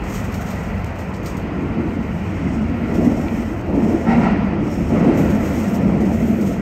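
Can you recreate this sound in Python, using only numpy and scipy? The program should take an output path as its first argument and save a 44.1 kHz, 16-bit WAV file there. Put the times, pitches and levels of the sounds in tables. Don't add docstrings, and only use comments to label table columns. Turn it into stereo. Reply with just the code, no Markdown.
import sys
import numpy as np
from scipy import signal
from scipy.fft import rfft, irfft, next_fast_len
from scipy.io import wavfile
from scipy.ndimage import uniform_filter1d, minimum_filter1d, map_coordinates

SR = 44100
rng = np.random.default_rng(int(sys.argv[2]) if len(sys.argv) > 2 else 0)


def persist_wave(psi):
    counts = np.round(np.clip(psi, -1, 1) * 32767).astype(np.int16)
    wavfile.write(sys.argv[1], SR, np.atleast_2d(counts).T)


N = 291501

# (time [s], level over the rest [dB])
DEEP_BASS = [(0, 4), (1, -2), (1.9, 2), (2.6, -1.5), (3.2, 1), (4.5, -4.5), (5.2, 0.5), (6, -8.5),
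             (6.61, -7)]
# (time [s], level [dB], its lower part over the rest [dB])
TUNNEL_RUSH = [(0, -34.5, 0.5), (.7, -35.5, 1.5), (1.4, -36.5, 1), (2.3, -36, -0.5), (3.3, -36, 0.5),
               (3.6, -38, 0), (4.04, -37, 2.5), (4.12, -28, -5), (4.19, -31, 6.5), (4.3, -29, -6.5),
               (4.45, -34.5, 5), (4.75, -38, 0), (4.88, -37.5, 3), (4.96, -31.5, 1), (5.08, -30, 0),
               (5.17, -31.5, 0), (5.3, -34, -2.5), (5.9, -34.5, 2.5), (6.2, -36.5, -7), (6.61, -37.5, -5)]
# (time [s], low boom [dB], upper boom [dB], panel roar [dB])
RAIL_ROUGHNESS = [(0.0,-34,-32.5,-34.5), (0.37,-26,-38,-34.5), (1.08,-30.5,-39.5,-34.5),
                  (1.5, -28, -29, -34), (1.7, -25.5, -29, -34), (1.82,-22.5,-24,-32),
                  (1.95, -27.5, -27, -34), (2.17,-27.5,-34.5,-36), (2.39,-32.5,-28.5,-34.5),
                  (2.47,-22,-27.5,-34.5), (2.83,-24.5,-29.5,-33.5), (2.93, -24, -25.5, -27),
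                  (3.05,-21,-18.5,-24.5), (3.28,-25,-26.5,-32.5), (3.64,-28,-29.5,-34),
                  (3.7, -26.5, -21.5, -28), (3.74, -16, -22.5, -26), (3.78, -23.5, -15, -25),
                  (3.83, -14, -22.5, -25.5), (3.88, -16.5, -17, -25.5), (3.91, -23.5, -27.5, -26),
                  (3.95,-15.5,-13,-27), (4.03,-29.5,-29.5,-29), (4.11, -14.5, -27, -25),
                  (4.16,-16,-24.5,-26), (4.25,-20,-22,-25.5), (4.34, -15.5, -28.5, -27),
                  (4.37, -27, -20, -28.5), (4.4,-14.5,-31,-30.5), (4.55,-26.5,-26,-31), (4.7,-24,-24,-31),
                  (4.87,-24.5,-26.5,-33), (4.93,-19,-21,-24), (4.99, -20, -16, -23.5),
                  (5.03, -20, -22, -21.5), (5.07, -15, -16, -20.5), (5.12,-22.5,-18.5,-22.5),
                  (5.18, -18.5, -19, -23), (5.27,-20.5,-23,-25.5), (5.36, -19, -24.5, -26.5),
                  (5.7,-24,-25.5,-31), (5.8, -18.5, -27, -26.5), (5.84, -19.5, -25, -28.5),
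                  (5.87,-15.5,-26.5,-26), (6.0, -18, -23, -26.5), (6.1, -17.5, -23.5, -27.5),
                  (6.27, -17.5, -24.5, -29.5), (6.5,-17,-25.5,-28.5), (6.61,-27.5,-29,-31.5)]
# (time [s], gain of its lowest part [dB], gain of its highest part [dB])
BOOM_COLOUR = [(0, -8, 0.5), (.9, -9, -6), (1.5, 3.5, 0), (1.85, 5, -0.5), (2.3, 7, -3), (2.7, 3, 2.5),
               (3.05, 8, 6), (3.5, -7, 1), (3.75, -1.5, -5.5), (3.95, -2, -10), (4.1, 3, 1.5),
               (4.25, 4.5, 0.5), (4.42, -0.5, -6), (4.65, 8.5, -13), (4.95, 6, 3), (5.15, 9, 5.5),
               (5.4, -2, 1), (5.75, 2, 1.5), (6.0, 3, -3), (6.27, -8, 2), (6.5, 1, -6), (6.61, 7, 4)]
# (time [s], rate [Hz])
RIPPLE_RATE = [(0, 200), (.45, 188.3), (.9, 188.6), (1.3, 196), (1.65, 180), (1.82, 227.5), (2.1, 225),
               (2.45, 190), (2.75, 231.7), (3.0, 214.5), (3.3, 239), (3.6, 195), (3.74, 195), (3.8, 233.7),
               (3.87, 215), (3.95, 226), (4.1, 239), (4.2, 231.9), (4.26, 190), (4.42, 212), (4.7, 210),
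               (4.92, 222), (4.99, 245), (5.04, 180), (5.11, 245), (5.18, 239), (5.26, 210), (5.33, 203),
               (5.39, 235.4), (5.5, 190), (5.61, 227), (5.72, 195.5), (5.8, 209.8), (5.87, 204.3),
               (5.93, 185.2), (6.0, 212), (6.06, 189.6), (6.15, 215), (6.27, 232.4), (6.34, 203),
               (6.44, 208), (6.5, 174.8), (6.61, 205)]
# (time [s], level [dB], relative top treble [dB], relative band near 5.4 kHz [dB])
CLOTH_RUB = [(0, -59.5, -2.5, -4), (.14, -42.5, -1.5, -16), (.3, -53, -2, -6), (.5, -50, -1, -6),
             (.6, -51, -5, -6), (.75, -57, -0.5, -10), (1.1, -59.5, -2.5, 2), (1.3, -58.5, -5.5, -6),
             (1.45, -61, -5, -20), (2.15, -55.5, -2, -1), (2.55, -53.5, -8, 5), (2.8, -60.5, -0.5, -5),
             (2.92, -52, -3, 6), (3.4, -48.5, -2, 3), (3.65, -59.5, -2, -1), (3.75, -55.5, -3, -3),
             (3.84, -49.5, -2.5, 6), (4.22, -50, -7.5, -1), (4.34, -59.5, -9.5, -7), (4.48, -61, -3, -8),
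             (4.59, -63, -7, -8), (4.65, -53, -4.5, 6), (4.72, -50.5, -2.5, 9), (5.12, -49.5, -6, 0),
             (5.2, -45, -0.5, -10), (5.36, -49, 0, -6), (5.58, -42.5, -1, -6), (5.68, -45, -2.5, -1),
             (5.73, -46, 1.5, -4), (5.75, -40.5, 0, 8), (5.77, -44.5, 0, -3), (5.8, -52.5, -2.5, 6),
             (6.05, -54.5, -5.5, -5), (6.13, -48, 0, -2), (6.28, -47, 0.5, -6), (6.4, -51.5, 2.5, -5),
             (6.47, -45, 0, -6), (6.61, -56.5, -3.5, -6)]
# (time [s], level [dB], time to fall 60 dB [s], relative low treble [dB], relative top treble [dB])
CLOTH_SCUFFS = [(0.0363, -46.5, .12, -3, -5.5), (0.096, -50, .14, -3, 2), (0.138, -46.5, .08, -7, 0),
                (0.1506, -38.5, 0.11, -8, -5), (0.2417, -46, .1, 2, 0.5), (0.3212, -46.5, .08, 2, 4.5),
                (0.34, -39, 0.085, 5, 3), (0.411, -46, 0.089, 0, 3), (0.4647, -50, .18, -3, -3.5),
                (0.484, -49, 0.13, 5, -5), (0.504, -48, .18, 9, 3.5), (0.632, -51, .06, -3, 5.5),
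                (0.777, -56.5, .14, -2, 2), (0.8585, -48, 0.12, 8, -2), (0.9562, -56, .13, 0, 1),
                (0.9852, -49.5, 0.29, 0, 0), (1.138, -48, 0.12, 8, -8), (1.163, -55, .05, -6, 4.5),
                (1.2296, -50.5, 0.075, -7, 0), (1.2457, -49, .1, 0, 1.5), (1.258, -37, 0.18, 1, -2.5),
                (1.298, -53, 0.18, 4, 0), (1.3687, -49, 0.18, -9, 3), (2.941, -48, 0.12, 3, 1.5),
                (3.044, -49.5, 0.15, 0, 0), (5.172, -47, 0.18, -5, 4), (5.3, -46.5, 0.11, -5, 0),
                (5.45, -51.5, .12, -6, 4), (6.0035, -49, 0.19, 1, 0), (6.049, -51.5, .16, 4, -1),
                (6.4104, -49.5, .19, 2, -1)]
# (time [s], size of the snap before its colour is added [dB])
CLOTH_TICKS = [(0.141, -27), (0.3215, -27.5), (0.3415, -28.5), (0.4115, -28.5), (0.468, -32.5),
               (0.507, -29.5), (0.632, -32.5), (0.703, -32.5), (0.846, -19.5), (0.988, -34.5),
               (1.262, -28.5), (1.371, -22), (1.4004, -36), (3.6133, -28), (6.411, -23.5)]
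# (time [s], level [dB], pitch [Hz], time to fall 60 dB [s])
DRY_TAP = (3.2835, -15, 2400, .006)
# (time [s], level [dB], relative upper modes [dB])
AXLES_AT_JOINT = [(4.063, -17, 1.5), (4.204, -17, -2.5)]

# (centre [Hz], width [Hz], level [dB])
WHEEL_MODES = [(773, 86, 2), (965, 130, -4), (1350, 78, -4.5), (1940, 100, -4), (2140, 217, -10),
               (2740, 250, -19.5), (3850, 390, -27.5), (5530, 450, -23.5)]
LOW_BODY_MODES = [(158, 40, -7), (203, 24, -1), (236, 18, 1)]
HIGH_BODY_MODES = [(272.3, 32, 2.5), (338.7, 39.5, 2), (371.3, 55, -3)]
# (frequency [Hz], relative level [dB])
FLOOR_SPECTRUM = [(11, -56.5), (18, -28.5), (36, -9.5), (49, -1), (93, 3), (108, -2), (125, -2.5),
                  (200, -4.5), (260, -29.5), (440, -120)]
PANEL_SPECTRUM = [(190, -36), (330, -12.5), (410, -2), (579, -5.5), (692, -4.5), (805, -16), (858, -12),
                  (1200, -34.5), (1560, -54.5), (2640, -120)]
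RUSH_SPECTRUM = [(470, -14), (800, -1.5), (1000, -2.5), (1200, -5), (1360, -2), (1520, -7), (1680, -9.5),
                 (1800, -7), (1980, -9.5), (2150, -8.5), (2450, -8.5), (2850, -14), (3150, -18.5),
                 (3500, -26.5), (5000, -27.5), (6500, -36), (9000, -120)]
# (frequency [Hz], relative level [dB])
CLOTH_MID_SPECTRUM = [(1900, -13), (3200, -2), (3800, -8.5), (5000, -7.5), (6600, 1.5), (7200, -3),
                      (8300, -3), (9000, -9), (9550, -26), (9700, -73), (10850, -73), (11050, -11),
                      (12300, -4), (15600, -13.5)]
CLOTH_SIDE_SPECTRUM = [(1900, -42), (3200, -5), (4450, -13.5), (5950, -10), (6300, -6.5), (6500, -28.5),
                       (6900, -24), (7700, -24), (8800, -11), (12200, -9), (12900, -31), (13500, -34),
                       (14100, -20), (15600, -16)]
# (frequency [Hz], side minus mid [dB])
PORTS_APART = [(30, -16), (60, -23), (92, -26), (140, -21), (210, -12.5), (330, -3), (500, -5), (770, 0),
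               (1170, 0), (1400, -1.5), (1750, 1), (2100, -13), (2450, -14), (2900, -4.5), (3500, -2),
               (4500, -4), (6400, -14)]
# (frequency [Hz], share, negative = later)
LEFT_LEAD = [(150, 0), (300, -.3), (560, -.3), (800, .3), (1030, .4), (1300, 0), (1640, -.4), (2000, 0),
             (3200, .4), (5000, 0)]
# (frequency [Hz], left minus right [dB])
PORT_LEAN = [(100, .3), (190, -.9), (400, -.8), (1400, -1.7), (2900, 2.3), (4900, 3.4), (6100, 1.3),
             (6600, 0)]

RUMBLE_DB, RUMBLE_SWAY_DB, RUMBLE_SWAYS, RUMBLE_FOLLOWS = -25.5, 1.5, 7.9, 0.13
RUSH_SWAY_DB, RUSH_SWAYS = 0.6, 5.3
SING_DB = -8
BOOM_SWAY_DB, BOOM_SWAYS = 1.5, 14
BROAD_DB = -1.5
RIPPLE_DB, RIPPLE_WIDTH_HZ, RIPPLE_SIDE_DB = -3.5, 18.8, -11.5
THUMP_DB, THUMP_LAG_S, THUMP_RISE_S, THUMP_T60_S = 2.5, 0.014, 0.014, 0.1
PORT_LAG_S = 1 / 6700
KNOCKS, KNOCK_GAP_S, KNOCK_T60_S = 3, 0.02, 0.26
WHEEL_SHARP = 1.25
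RING_DB, RING_EXTRA_DB, RING_T60_S = -7.3, 7.4, 0.19
TOP_HZ = 15750


def amp(db):
    return 10 ** (np.asarray(db) / 20)


def unit(x):
    return x / np.sqrt(np.mean(x ** 2) + 1e-20)


def along(points, hz):
    f, v = np.transpose(points)
    return np.interp(np.log(hz + 1), np.log(f + 1), v)


def curves(rows):
    s, *cols = np.transpose(rows)
    return [np.interp(np.arange(N) / SR, s, c) for c in cols]


def wobble(rate):
    points = rng.standard_normal(int(N * rate / SR) + 4)
    return map_coordinates(points, [np.arange(N) * rate / SR])


def filtered(x, response):
    m = next_fast_len(N + SR // 2)
    return irfft(rfft(x, m) * response(np.fft.rfftfreq(m, 1 / SR)), m)[..., :N]


def modes(table):
    def response(f):
        return sum((-1) ** k * amp(db) * 1j * f * w / (c * c - f * f + 1j * f * w)
                   for k, (c, w, db) in enumerate(table))
    return response


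def shape(points):
    return lambda hz: amp(along(points, hz))


def field(response, patchy_db):
    grid = signal.stft(rng.standard_normal((2, N)), nperseg=1024)[2]
    patches = rng.standard_normal(grid.shape[1:])
    for axis in (0, 1):
        patches = uniform_filter1d(patches, size=5, axis=axis)
    mid, other = signal.istft(grid * amp(patchy_db * unit(patches)), nperseg=1024)[1][:, :N]

    def spread(hz):
        lead = np.clip(along(LEFT_LEAD, hz), -1, 1)
        apart = amp(along(PORTS_APART, hz))
        return response(hz) * [np.ones_like(hz), 1j * lead * apart, np.sqrt(1 - lead ** 2) * apart]
    mid, early, free = filtered(np.array([mid, mid, other]), spread)
    return np.array([mid, early + free]) / np.std(mid)


def swell(s, rise, t60):
    t = np.maximum(np.arange(N) / SR - s, 0)
    return (1 - np.exp(-t / rise)) * amp(-60 * t / t60)


def steadied(pair, seconds, share):
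    level = np.sqrt(np.abs(uniform_filter1d(pair ** 2, size=int(seconds * SR), axis=1))) + 1e-6
    even = pair * (np.std(pair, axis=1, keepdims=True) / level) ** np.clip(share, 0, 1)
    return even / np.std(even[0])


def floor_rumble():
    boom_db = curves(RAIL_ROUGHNESS)[0]
    follow_db = RUMBLE_FOLLOWS * (boom_db - boom_db.mean())
    level = amp(RUMBLE_DB + follow_db + RUMBLE_SWAY_DB * wobble(RUMBLE_SWAYS))
    rumble = level * steadied(field(shape(FLOOR_SPECTRUM), patchy_db=-2.5), seconds=0.067, share=0.65)
    bass = filtered(rumble, lambda hz: 1 / (1 + (hz / 58) ** 6))
    return rumble + (amp(curves(DEEP_BASS)[0]) - 1) * bass


def tunnel_rush():
    rush_db, low_db = curves(TUNNEL_RUSH)

    def sing_band(hz):
        return modes(WHEEL_MODES)(hz) / (1 + (1500 / (hz + 1)) ** 6) / (1 + (hz / 3000) ** 10)
    sing = amp(SING_DB + 1.0 * wobble(17)) * field(sing_band, patchy_db=2.0)
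    rush = field(shape(RUSH_SPECTRUM), patchy_db=1.1)
    lower = filtered(rush, lambda hz: 1 / (1 + (hz / 1150) ** 10))
    rush = rush + (amp(low_db) - 1) * lower
    return amp(rush_db + RUSH_SWAY_DB * wobble(RUSH_SWAYS)) * (rush + sing)


def ripple_hum():
    turn = 2 * np.pi * np.cumsum(curves(RIPPLE_RATE)[0]) / SR
    slow = filtered(rng.standard_normal((4, N)), lambda hz: np.exp(-(hz / RIPPLE_WIDTH_HZ) ** 2))
    tone = slow[:2] * np.cos(turn) + slow[2:] * np.sin(turn)
    return steadied(tone, seconds=0.11, share=0.45) * amp([[0], [RIPPLE_SIDE_DB]])


def low_boom():
    def low(hz):
        return modes(LOW_BODY_MODES)(hz) / (1 + (hz / 300) ** 4) / (1 + (125 / (hz + 1)) ** 6)
    boom = steadied(field(low, patchy_db=0.4), seconds=0.1, share=0.65)
    lowest_db, highest_db = curves(BOOM_COLOUR)
    lowest = filtered(boom, lambda hz: hz < 184)
    highest = filtered(boom, lambda hz: hz > 219)
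    boom = boom + (amp(lowest_db) - 1) * lowest + (amp(highest_db) - 1) * highest
    return amp(BROAD_DB) * boom + amp(RIPPLE_DB) * ripple_hum()


def body():
    def high(hz):
        return modes(HIGH_BODY_MODES)(hz) / (1 + (hz / 430) ** 4) / (1 + (220 / (hz + 1)) ** 6)
    boom_db, upper_db, roar_db = curves(RAIL_ROUGHNESS)
    boom = low_boom()
    upper = steadied(field(high, patchy_db=-1.5), seconds=0.29, share=0.13)
    roar = steadied(field(shape(PANEL_SPECTRUM), patchy_db=-2.0), seconds=0.084, share=1.0)
    thumps = sum(amp(db + THUMP_DB) * swell(s + THUMP_LAG_S, THUMP_RISE_S, THUMP_T60_S)
                 for s, db, _ in AXLES_AT_JOINT)
    boom_level = amp(boom_db + BOOM_SWAY_DB * wobble(BOOM_SWAYS)) + thumps
    return boom_level * boom + amp(upper_db) * upper + amp(roar_db) * roar


def cloth():
    rub_db, bright_db, band_db = curves(CLOTH_RUB)
    rub = amp(rub_db + 1.3 * wobble(45) + 0.61 * wobble(11))
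    scuffs, low, high = sum(np.outer(amp([db, db + low_db, db + top_db]), swell(s, 0.0016, t60))
                            for s, db, t60, low_db, top_db in CLOTH_SCUFFS)
    level = rub + scuffs
    grains = rng.standard_normal((2, N)) * amp(0.84 * wobble(650))
    near, scattered = level * unit(grains)
    for s, db in CLOTH_TICKS:
        snap = np.zeros(N)
        snap[round(s * SR)] = amp(db)
        near = near + snap
    drive = np.array([near, 0.48 * near + 0.66 * scattered])

    scale = np.sqrt(np.mean(shape(CLOTH_MID_SPECTRUM)(np.linspace(0, SR / 2, num=999)) ** 2))

    def colour(hz):
        turn = np.pi * hz * PORT_LAG_S
        mid = shape(CLOTH_MID_SPECTRUM)(hz) * np.sign(np.cos(turn))
        side = -1j * amp(2.5) * shape(CLOTH_SIDE_SPECTRUM)(hz) * np.sign(np.sin(turn))
        return np.array([mid, side]) / scale

    def part(weight):
        return filtered(drive, lambda hz: weight(hz) * colour(hz))

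    heavy = low / level * part(lambda hz: np.exp(-((hz - 4500) / 800) ** 2))
    main = part(lambda hz: hz <= 10300)
    top = (amp(bright_db) * rub + high) / level * part(lambda hz: hz > 10300)
    band = amp(band_db) * part(lambda hz: np.exp(-((hz - 5430) / 300) ** 2))
    return heavy + main + top + band


def tap():
    s, db, hz, t60 = DRY_TAP
    turn = 2 * np.pi * hz * (np.arange(N) / SR - s)
    tones = np.sin(turn) + 0.3 * np.sin(1.35 * turn) + 0.2 * np.sin(1.75 * turn)
    ring = amp(db) * swell(s, 0.0006, t60) * tones
    return np.outer([1, 0.3], filtered(ring, lambda f: f < 8000))


def wheel_rings(knocks):
    t = np.arange(N) / SR
    chance = rng.random((len(knocks), len(WHEEL_MODES), 3))
    rings = np.zeros(N)
    for (s, db), row in zip(knocks, chance):
        for (hz, width, mode_db), (size, turn, off) in zip(WHEEL_MODES, row):
            level = amp(db + RING_DB + mode_db + RING_EXTRA_DB * size)
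            pitch = hz + (off - 0.5) * width
            rings += level * swell(s, 0.015, RING_T60_S) * np.sin(2 * np.pi * (pitch * t + turn))
    return np.outer([1, 0.5], rings)


def joints():
    def wheel(hz):
        response = modes(WHEEL_MODES)(hz)
        return response * np.abs(response) ** (WHEEL_SHARP - 1)
    knocks = [(s + k * KNOCK_GAP_S, db) for s, db, _ in AXLES_AT_JOINT for k in range(KNOCKS)]
    drive = np.sqrt(sum((amp(db) * swell(s, 0.018, KNOCK_T60_S)) ** 2 for s, db in knocks))
    clatter = drive * steadied(field(wheel, patchy_db=3.5), seconds=0.04, share=0.6)
    clatter = clatter + wheel_rings(knocks)
    upper = filtered(clatter, lambda hz: (hz > 1620) & (hz < 2100))
    upper_db = curves([(s + 0.05, db) for s, _, db in AXLES_AT_JOINT])[0]
    clatter = clatter + (amp(upper_db) - 1) * upper
    return filtered(clatter, lambda hz: 1 / (1 + (hz / 4500) ** 2) / (1 + (hz / 7600) ** 12))


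def limited(x, top):
    need = np.minimum(1, top / (np.abs(x).max(axis=0) + 1e-9))
    lowest = minimum_filter1d(need, size=661)
    return x * uniform_filter1d(lowest, size=661)


def scene():
    mid, side = floor_rumble() + tunnel_rush() + body() + cloth() + tap() + joints()
    return np.array([mid + side, mid - side])


def record(dry):
    leaning = filtered(dry, lambda hz: amp(np.outer([0.5, -0.5], along(PORT_LEAN, hz))))
    held = limited(leaning, top=0.9)
    return filtered(held, lambda hz: hz < TOP_HZ)


dry = scene()
out = record(dry)
persist_wave(out)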